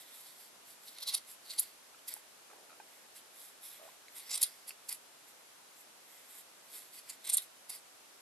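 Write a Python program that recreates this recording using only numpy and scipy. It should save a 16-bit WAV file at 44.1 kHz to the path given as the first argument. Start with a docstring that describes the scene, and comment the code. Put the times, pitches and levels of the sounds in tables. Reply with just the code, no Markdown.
"""Scissors cutting yarn

Scissors work through loops of yarn close to two microphones in a quiet room. The blades
part or rub fibres, whose many tiny snaps make the steel ring; they also tick together and
reopen. Edge sliding on edge gives a brief squeak. Faint knocks, a creak and a dull rub
come from the table. Room tone and microphone hiss lie under it all."""
import sys
import numpy as np
from scipy import signal
from scipy.fft import rfft, irfft, next_fast_len
from scipy.io import wavfile
from scipy.ndimage import uniform_filter1d

SR = 44100
rng = np.random.default_rng(int(sys.argv[2]) if len(sys.argv) > 2 else 0)


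def unload_wav(signal):
    """Save mono or channel-first audio to the path in sys.argv[1] as 16-bit WAV at rate SR, clipped to [-1, 1]."""
    wavfile.write(
        sys.argv[1],
        SR,
        np.round(np.clip(np.atleast_2d(signal).T, -1, 1) * 32767).astype(np.int16),
    )


N = 362267


def amp(db):
    """Turn decibels into a number to multiply a sound by."""
    return 10 ** (np.asarray(db) / 20)


def at_hz(points, hz):
    """Read between a table's rows at a frequency, giving each octave equal room."""
    row_hz, values = np.transpose(points)
    return np.interp(np.log(hz), np.log(row_hz), values)


def at_time(points, s):
    """Read between a table's rows at a time in seconds."""
    return np.interp(s, *np.transpose(points))


def add(out, start, x):
    """Mix x into out, beginning at sample number start."""
    x = x[max(-start, 0):N - start]
    out[max(start, 0):max(start, 0) + len(x)] += x


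def resonate(x, hz, width_hz):
    """Make x ring around one pitch; a narrower width rings longer."""
    r = np.exp(-np.pi * width_hz / SR)
    feedback = [1, -2 * r * np.cos(2 * np.pi * min(hz, .45 * SR) / SR), r * r]
    return signal.lfilter(np.array([1, 0, -1]) * (1 - r * r) / 2, feedback, x)


def ring(force, tones, lift_db=0, damping=1):
    """An object rings at several tones at once; noise comes out about as strong as it went in."""
    hz, width, level_db = np.transpose(tones)
    gains, width = amp(level_db + lift_db), width * damping
    gains[1::2] *= -1   # neighbours alternate in sign, so no holes open between them
    out = sum(g * resonate(resonate(force, f, w), f, w) for g, f, w in zip(gains, hz, width))
    return out / np.sqrt(np.sum(gains ** 2 * np.pi * width / (2 * SR)))


def friction(snaps_per_s, spread_db, rub_share):
    """Tiny snaps of uneven size come at random over steady rubbing."""
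    sizes = amp(spread_db * np.minimum(rng.exponential(1, N), 4)) * rng.choice([-1, 1], N)
    snaps = sizes * (rng.random(N) < snaps_per_s / SR)
    rubbing = rng.standard_normal(N)
    return np.sqrt(1 - rub_share) * snaps / snaps.std() + np.sqrt(rub_share) * rubbing


def swell(s, rise_ms, fall_ms, grain):
    """A push grows, peaks at time s and lets go. Gives its first sample and its force."""
    start = max(int((s - rise_ms / 300) * SR), 0)
    stop = min(int((s + fall_ms / 300) * SR) + 400, N)
    ms = (np.arange(start, stop) / SR - s) * 1000
    from_peak = np.abs(ms / np.where(ms < 0, rise_ms, fall_ms))
    return start, grain[start:stop] * np.exp(-.5 * from_peak ** 2.09)


# The colour of the background. Each row: frequency in Hz, relative level in dB.
HISS_COLOUR = [(15, -53), (25, -21), (60, -20.5), (122, -14), (253, -5.5), (553, -2), (646, -1),
               (1450, -3.5), (1980, -5.5), (2440, -5.5), (10200, -8), (12500, -6.5), (12800, -25),
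               (16300, -70), (22000, -120)]
# How alike left and right are. Each row: frequency in Hz, likeness from 0 to 1.
HISS_LIKENESS = [(60, 0.16), (300, 0.2), (1500, 0.11), (13000, .03)]

def room_tone(level_db=-61):
    """Steady room tone and hiss, mostly different in each microphone."""
    hz = np.maximum(np.arange(N // 2 + 1) * SR / N, 1)
    shared, opposite = rfft(rng.standard_normal((2, N))) * amp(at_hz(HISS_COLOUR, hz))
    alike = at_hz(HISS_LIKENESS, hz)
    both = irfft(np.sqrt(1 + alike) * shared + np.sqrt(1 - alike) * opposite * [[1], [-1]], N)
    return amp(level_db) * both / both.mean(axis=0).std()


def knocks(rows, fade_cycles, overtone_db):
    """Each knock rings at one pitch and two weaker, higher ones, and dies away quickly."""
    out, t = np.zeros(N), np.arange(2000) / SR
    for s, level_db, hz in rows:
        tone = sum(amp(k * overtone_db) * np.sin(2 * np.pi * ratio * hz * t)
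                   for k, ratio in enumerate((1, 1.85, 2.9)))
        shape = np.exp(-t * hz / fade_cycles) * (1 - np.exp(-t * hz / 0.14))
        add(out, int(s * SR), amp(level_db) * tone * shape)
    return out


def creak(start_s=3.801, gap_s=.0125, level_db=-49.5, swell_db=4.5, hz=627, climb_hz=396):
    """Eight uneven slips make a low creak, rising in pitch and force near the end."""
    progress, chance = np.linspace(0, 1, 8), rng.standard_normal((8, 3))
    times = start_s + gap_s * (np.arange(8) + .15 * chance[:, 0])
    levels = level_db + swell_db * progress ** 2 + 1.5 * chance[:, 1]
    pitches = hz + climb_hz * progress ** 8 + 30 * chance[:, 2]
    return knocks(zip(times, levels, pitches), fade_cycles=3.4, overtone_db=-8)


# Small knocks on the table. Each row: start in seconds, level in dB, pitch in Hz.
TABLE_KNOCKS = [(1.946, -51, 1320), (1.991, -50, 3060), (2.165, -45.5, 866), (2.501, -50, 1300),
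                (2.513, -50, 1170), (2.532, -49.5, 850), (2.697, -50, 1380), (2.704, -48.5, 1310),
                (2.717, -50, 1280), (2.729, -50, 1340), (2.8, -42, 847), (4.083, -43.5, 2180),
                (4.707, -35, 2650)]
# A dull rub. Each row: peak time in seconds, rise and fall in ms, level in dB, pitch and width in Hz.
DULL_RUB = [(2.56, 53, 200, -65.5, 464, 603)]

def table():
    """The table knocks, creaks and is rubbed, all with little bass."""
    out = knocks(TABLE_KNOCKS, fade_cycles=3.7, overtone_db=-5.5) + creak()
    grain = friction(snaps_per_s=400, spread_db=4.0, rub_share=.6)
    for s, rise_ms, fall_ms, level_db, hz, width_hz in DULL_RUB:
        start, force = swell(s, rise_ms, fall_ms, grain)
        add(out, start, amp(level_db) * ring(force, [(hz, width_hz, 0)]))
    return signal.sosfilt(signal.butter(3, 300, "high", fs=SR, output="sos"), out)


# Edge slides on edge as the tips close or part.
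# Each row: start and end in seconds, first and last pitch in Hz, level in dB.
EDGE_SQUEAKS = [(1.591, 1.605, 9000, 12570, -19), (7.752, 7.8, 12000, 7900, -55)]

def squeaks():
    """The touching point runs along the edges: the pitch glides and levels off, faltering midway."""
    out = np.zeros(N)
    for start_s, end_s, first_hz, last_hz, level_db in EDGE_SQUEAKS:
        progress = np.linspace(0, 1, int((end_s - start_s) * SR))
        hz = first_hz + (last_hz - first_hz) * np.sin(progress * np.pi / 2)
        tone = np.sin(2 * np.pi * np.cumsum(hz) / SR)
        falter = 1 - .6 * np.exp(-((progress - .48) / 0.064) ** 2)
        shape = np.sin(np.pi * progress) ** 0.7 * falter
        rough_edge = 1 + 2.45 * uniform_filter1d(rng.standard_normal(3000), size=49)[:len(tone)]
        add(out, int(start_s * SR), amp(level_db) * shape * rough_edge * tone)
    return resonate(out, hz=10800, width_hz=6000)


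# Short scissor sounds: snips through yarn, ticks of steel on steel, and blades reopening.
# Each row: peak time in seconds, rise in ms, edge and whole-blade levels in dB, edge pitch in Hz.
SHORT_SOUNDS = [(0.8345, 0.92, -56, -71, 11500), (0.8858, 10, -59, -50, 11200),
                (0.9847, 0.89, -50, -48, 9700), (1.0082, 4.6, -50, -57, 11400),
                (1.032, 7.4, -44.5, -42, 12200), (1.077, 4, -44, -43, 12000),
                (1.0914, 14.4, -41, -37, 12150), (1.1425, 25, -46.5, -44.5, 10900),
                (1.1482, 5, -28, -34.5, 10140), (1.174, 7.9, -45.5, -48.5, 11400),
                (1.182, 3.2, -48, -47, 9980), (1.5121, 8.8, -48, -43, 8050), (1.536, 7, -52, -52, 10800),
                (1.588, 4.8, -35.5, -38.5, 10100), (1.599, 3.8, -31, -49, 11800),
                (1.631, 7.3, -47, -54, 11900), (2.087, 7.5, -40.5, -50.5, 11900),
                (2.122, 24, -51, -51.5, 11700), (2.1387, 0.38, -33, -53, 11560),
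                (4.1786, 15, -47.5, -55.5, 11400), (4.2021, 13, -49, -57, 9400),
                (4.2288, 20, -54.5, -55, 11400), (4.2968, 2.5, -45, -46, 10600),
                (4.3146, 6, -39, -40, 7500), (4.3315, 5.2, -37.5, -42, 7640),
                (4.3424, 4.8, -39, -35.5, 8500), (4.3564, 7, -35.5, -42, 8600),
                (4.378, 3, -33, -43.5, 9200), (4.4172, 2.9, -27.5, -39, 11560),
                (4.4308, 3.2, -23.5, -35.5, 11630), (4.4397, 5, -29, -37, 9150),
                (4.689, 8.5, -42.5, -59, 11500), (4.7086, 22, -59, -53, 11100),
                (4.893, 4.5, -39.5, -47, 12050), (4.9195, 12, -49.5, -50, 11700),
                (4.9267, 0.49, -36, -53, 11300), (6.991, 9, -51.5, -53, 10900),
                (7.1025, 8, -44, -50.5, 7060), (7.135, 24, -55, -60, 7600), (7.253, 7, -47, -56, 8500),
                (7.2735, 4, -42, -50, 8400), (7.3, 5.8, -30, -43, 8550), (7.328, 6.2, -40, -52, 8600),
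                (7.337, 2.5, -29, -52, 11200), (7.3458, 8.1, -26.5, -50, 8600),
                (7.37, 0.67, -30, -54, 11200), (7.3723, 2.1, -20, -54, 11400), (7.381, 3, -34, -38, 8760),
                (7.7005, 4.5, -38.5, -51.5, 11600), (7.7555, 10, -50, -70, 12300)]
# Long rubs of steel on wool.
# Each row: peak time in seconds, rise and fall in ms, edge and whole-blade levels in dB.
YARN_RUBS = [(0.0082, 58.6, 17, -52, -58), (0.1297, 96, 41, -61, -59), (0.211, 72, 12.6, -52, -59.5),
             (0.2699, 30, 54, -53, -55), (0.41, 30, 58, -54, -57.5), (0.705, 34, 35, -53, -58),
             (0.872, 40, 62, -54, -58), (0.99, 37, 140, -64, -52.5), (1.3111, 28, 26, -49.5, -58.5),
             (1.4955, 43, 110, -54.5, -51.5), (1.6481, 68, 55, -59, -59.5), (2.148, 47, 35, -52.5, -57.5),
             (2.9569, 67, 64, -62, -66), (3.1664, 11.5, 23, -50.5, -57), (3.425, 52, 56, -51, -58),
             (3.6528, 23, 56, -48, -56), (3.7398, 14, 58, -58, -59.5), (3.838, 10, 86.7, -59, -61.5),
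             (4.16, 33, 16, -54.5, -64), (4.2814, 23.7, 200, -53, -53.5), (4.4581, 100, 12.5, -56, -51.5),
             (4.9381, 41, 19.3, -48, -58), (5.288, 14, 22, -56.5, -67), (5.812, 42, 13.1, -56, -72),
             (6.1392, 58, 100, -57, -63.5), (6.3113, 19, 63, -53.5, -62), (6.385, 21, 22, -51.5, -63),
             (6.7547, 18, 28, -50, -60.5), (6.7887, 81, 66, -52.5, -58), (6.9399, 12, 48, -51, -55.5),
             (7.09, 25, 30, -56, -57), (7.29, 25, 20, -52, -51), (7.3886, 92, 16, -54, -49.5),
             (7.4203, 1.8, 21, -49, -57), (7.7228, 22, 35, -47.5, -50.5)]
# Where the whole blades ring most: it sinks as a cut closes and starts high as they reopen.
# Each row: time in seconds, pitch in Hz.
BLADE_PITCH = [(0, 3530), (0.45, 4600), (1.0, 4100), (1.6, 4350), (2.08, 5050), (2.15, 4200), (4.2, 3800),
               (4.31, 5200), (4.38, 4400), (4.43, 4900), (4.445, 3770), (4.69, 4600), (6.4, 3800),
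               (7.1, 4570), (7.33, 3840), (7.45, 3730), (7.7, 5070), (7.76, 3980)]
# The hand shifts its hold. Each row: time in seconds, handle level in dB when the blades are at -50 dB.
HANDLE_LEVEL = [(0, -64), (0.9, -68), (1.1, -61), (1.5, -65.5), (2.1, -61.5), (3.5, -62.5), (4.2, -61),
                (4.3, -59.5), (4.45, -63), (4.9, -59.5), (6.3, -62), (7.0, -63), (7.3, -60.5), (7.7, -59.5)]

def pushes(rub_edge_hz=11200, handle_share=0.55):
    """List every short sound and rub; the handles follow a share of the blades' changes in level."""
    shorts = [(s, rise_ms, 1.38 + 0.43 * rise_ms, edge_db, blade_db, hz)   # slow to rise, slow to fall
              for s, rise_ms, edge_db, blade_db, hz in SHORT_SOUNDS]
    rubs = [(*rub, rub_edge_hz) for rub in YARN_RUBS]
    rows = []
    for s, rise_ms, fall_ms, edge_db, blade_db, edge_hz in shorts + rubs:
        handle_db = at_time(HANDLE_LEVEL, s) + handle_share * (blade_db + 50)
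        blade_hz = at_time(BLADE_PITCH, s)
        rows.append((s, rise_ms, fall_ms, edge_db, blade_db, handle_db, edge_hz, blade_hz))
    return rows


def nearness(tones, hz, reach_hz=600):
    """How close each tone is to a pitch, from 0 (far away) to 1 (right on it)."""
    return np.exp(-((np.array(tones)[:, 0] - hz) / reach_hz) ** 2)


# The tones the scissors ring at. Each row: pitch in Hz, width in Hz, relative level in dB.
EDGE_TONES = [(7390, 990, -3), (8564, 510, -3), (9510, 1120, -0.5), (10550, 1830, -4), (11255, 650, -0.5),
              (12240, 550, -3.5)]   # the thin edges
BLADE_TONES = [(3290, 560, 0), (3850, 480, 1.5), (4330, 640, 1), (4760, 536, 4), (5450, 1100, 3),
               (6040, 1500, -3)]   # the whole blades
HANDLE_TONES = [(700, 1400, 0.5), (1297, 165, 0), (2012, 200, 4.5), (2655, 360, 4.5)]   # handles, pivot and wool

def scissors():
    """Each push rings the steel; tones near its two pitches are made louder."""
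    out, rows = np.zeros(N), pushes()
    grain = friction(snaps_per_s=4000, spread_db=3.5, rub_share=0.36)
    scatter_db = 1.8 * rng.standard_normal((len(rows), 3, len(EDGE_TONES)))
    for row, (edge_chance, blade_chance, handle_chance) in zip(rows, scatter_db):
        s, rise_ms, fall_ms, edge_db, blade_db, handle_db, edge_hz, blade_hz = row
        start, force = swell(s, rise_ms, fall_ms, grain)
        if rise_ms < 1.5:
            force[int(s * SR) - start] += 9.0   # steel meets steel in one tick
        # light pushes leave the blades buried in wool, so they ring less and more evenly
        firmness = np.clip((max(edge_db, blade_db) + 56) / 14, 0, 1)
        damping = 1 + 1.47 * (1 - firmness)
        blade_lead = np.clip((blade_db - edge_db + 7) / 11, 0, 1)
        edge_lift = (3.9 + 8.4 * firmness) * nearness(EDGE_TONES, edge_hz) + firmness * edge_chance
        blade_lift = (4 + 7 * blade_lead) * nearness(BLADE_TONES, blade_hz) + firmness * blade_chance
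        handle_lift = handle_chance[:len(HANDLE_TONES)]
        add(out, start, amp(edge_db) * ring(force, EDGE_TONES, edge_lift, damping))
        add(out, start, amp(blade_db) * ring(force, BLADE_TONES, blade_lift, damping))
        add(out, start, amp(handle_db) * ring(force, HANDLE_TONES, handle_lift, damping))
    return out


def room(x, echo_db=-12.5, fade_s=0.15, sway_s=.012, right_louder_db=1.8):
    """Sound reaches both microphones directly, then as a short wash of echoes."""
    t = np.arange(int(.3 * SR)) / SR
    tail = rng.standard_normal((2, len(t))) * amp(-60 * t / fade_s) * (t > .004)
    tail = amp(echo_db) * tail / np.sqrt(np.mean(np.sum(tail ** 2, axis=1)))
    echoes = signal.fftconvolve(x[None], tail, axes=1)[:, :N]
    # the hands keep moving, so the left and right waves drift in and out of step
    sway_times = np.arange(0, N / SR + sway_s, sway_s)
    sway = rng.standard_normal(2000)[:len(sway_times)]
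    shift = .35 + .4 * np.interp(np.arange(N) / SR, sway_times, sway)
    quarter_cycle_late = signal.hilbert(x, next_fast_len(N))[:N].imag
    direct = (x + shift * quarter_cycle_late * [[-1], [1]]) / np.sqrt(1 + shift ** 2)
    return (direct + echoes) * amp([[-right_louder_db / 2], [right_louder_db / 2]])


def scene():
    """The scissors and the table share one room, over its steady background."""
    return room(scissors() + squeaks() + table()) + room_tone()


def record(dry):
    """Cut away the highest treble, from 13000 Hz up."""
    return signal.sosfilt(signal.cheby2(20, 66, 13000, fs=SR, output="sos"), dry)


dry = scene()
out = record(dry)
unload_wav(out)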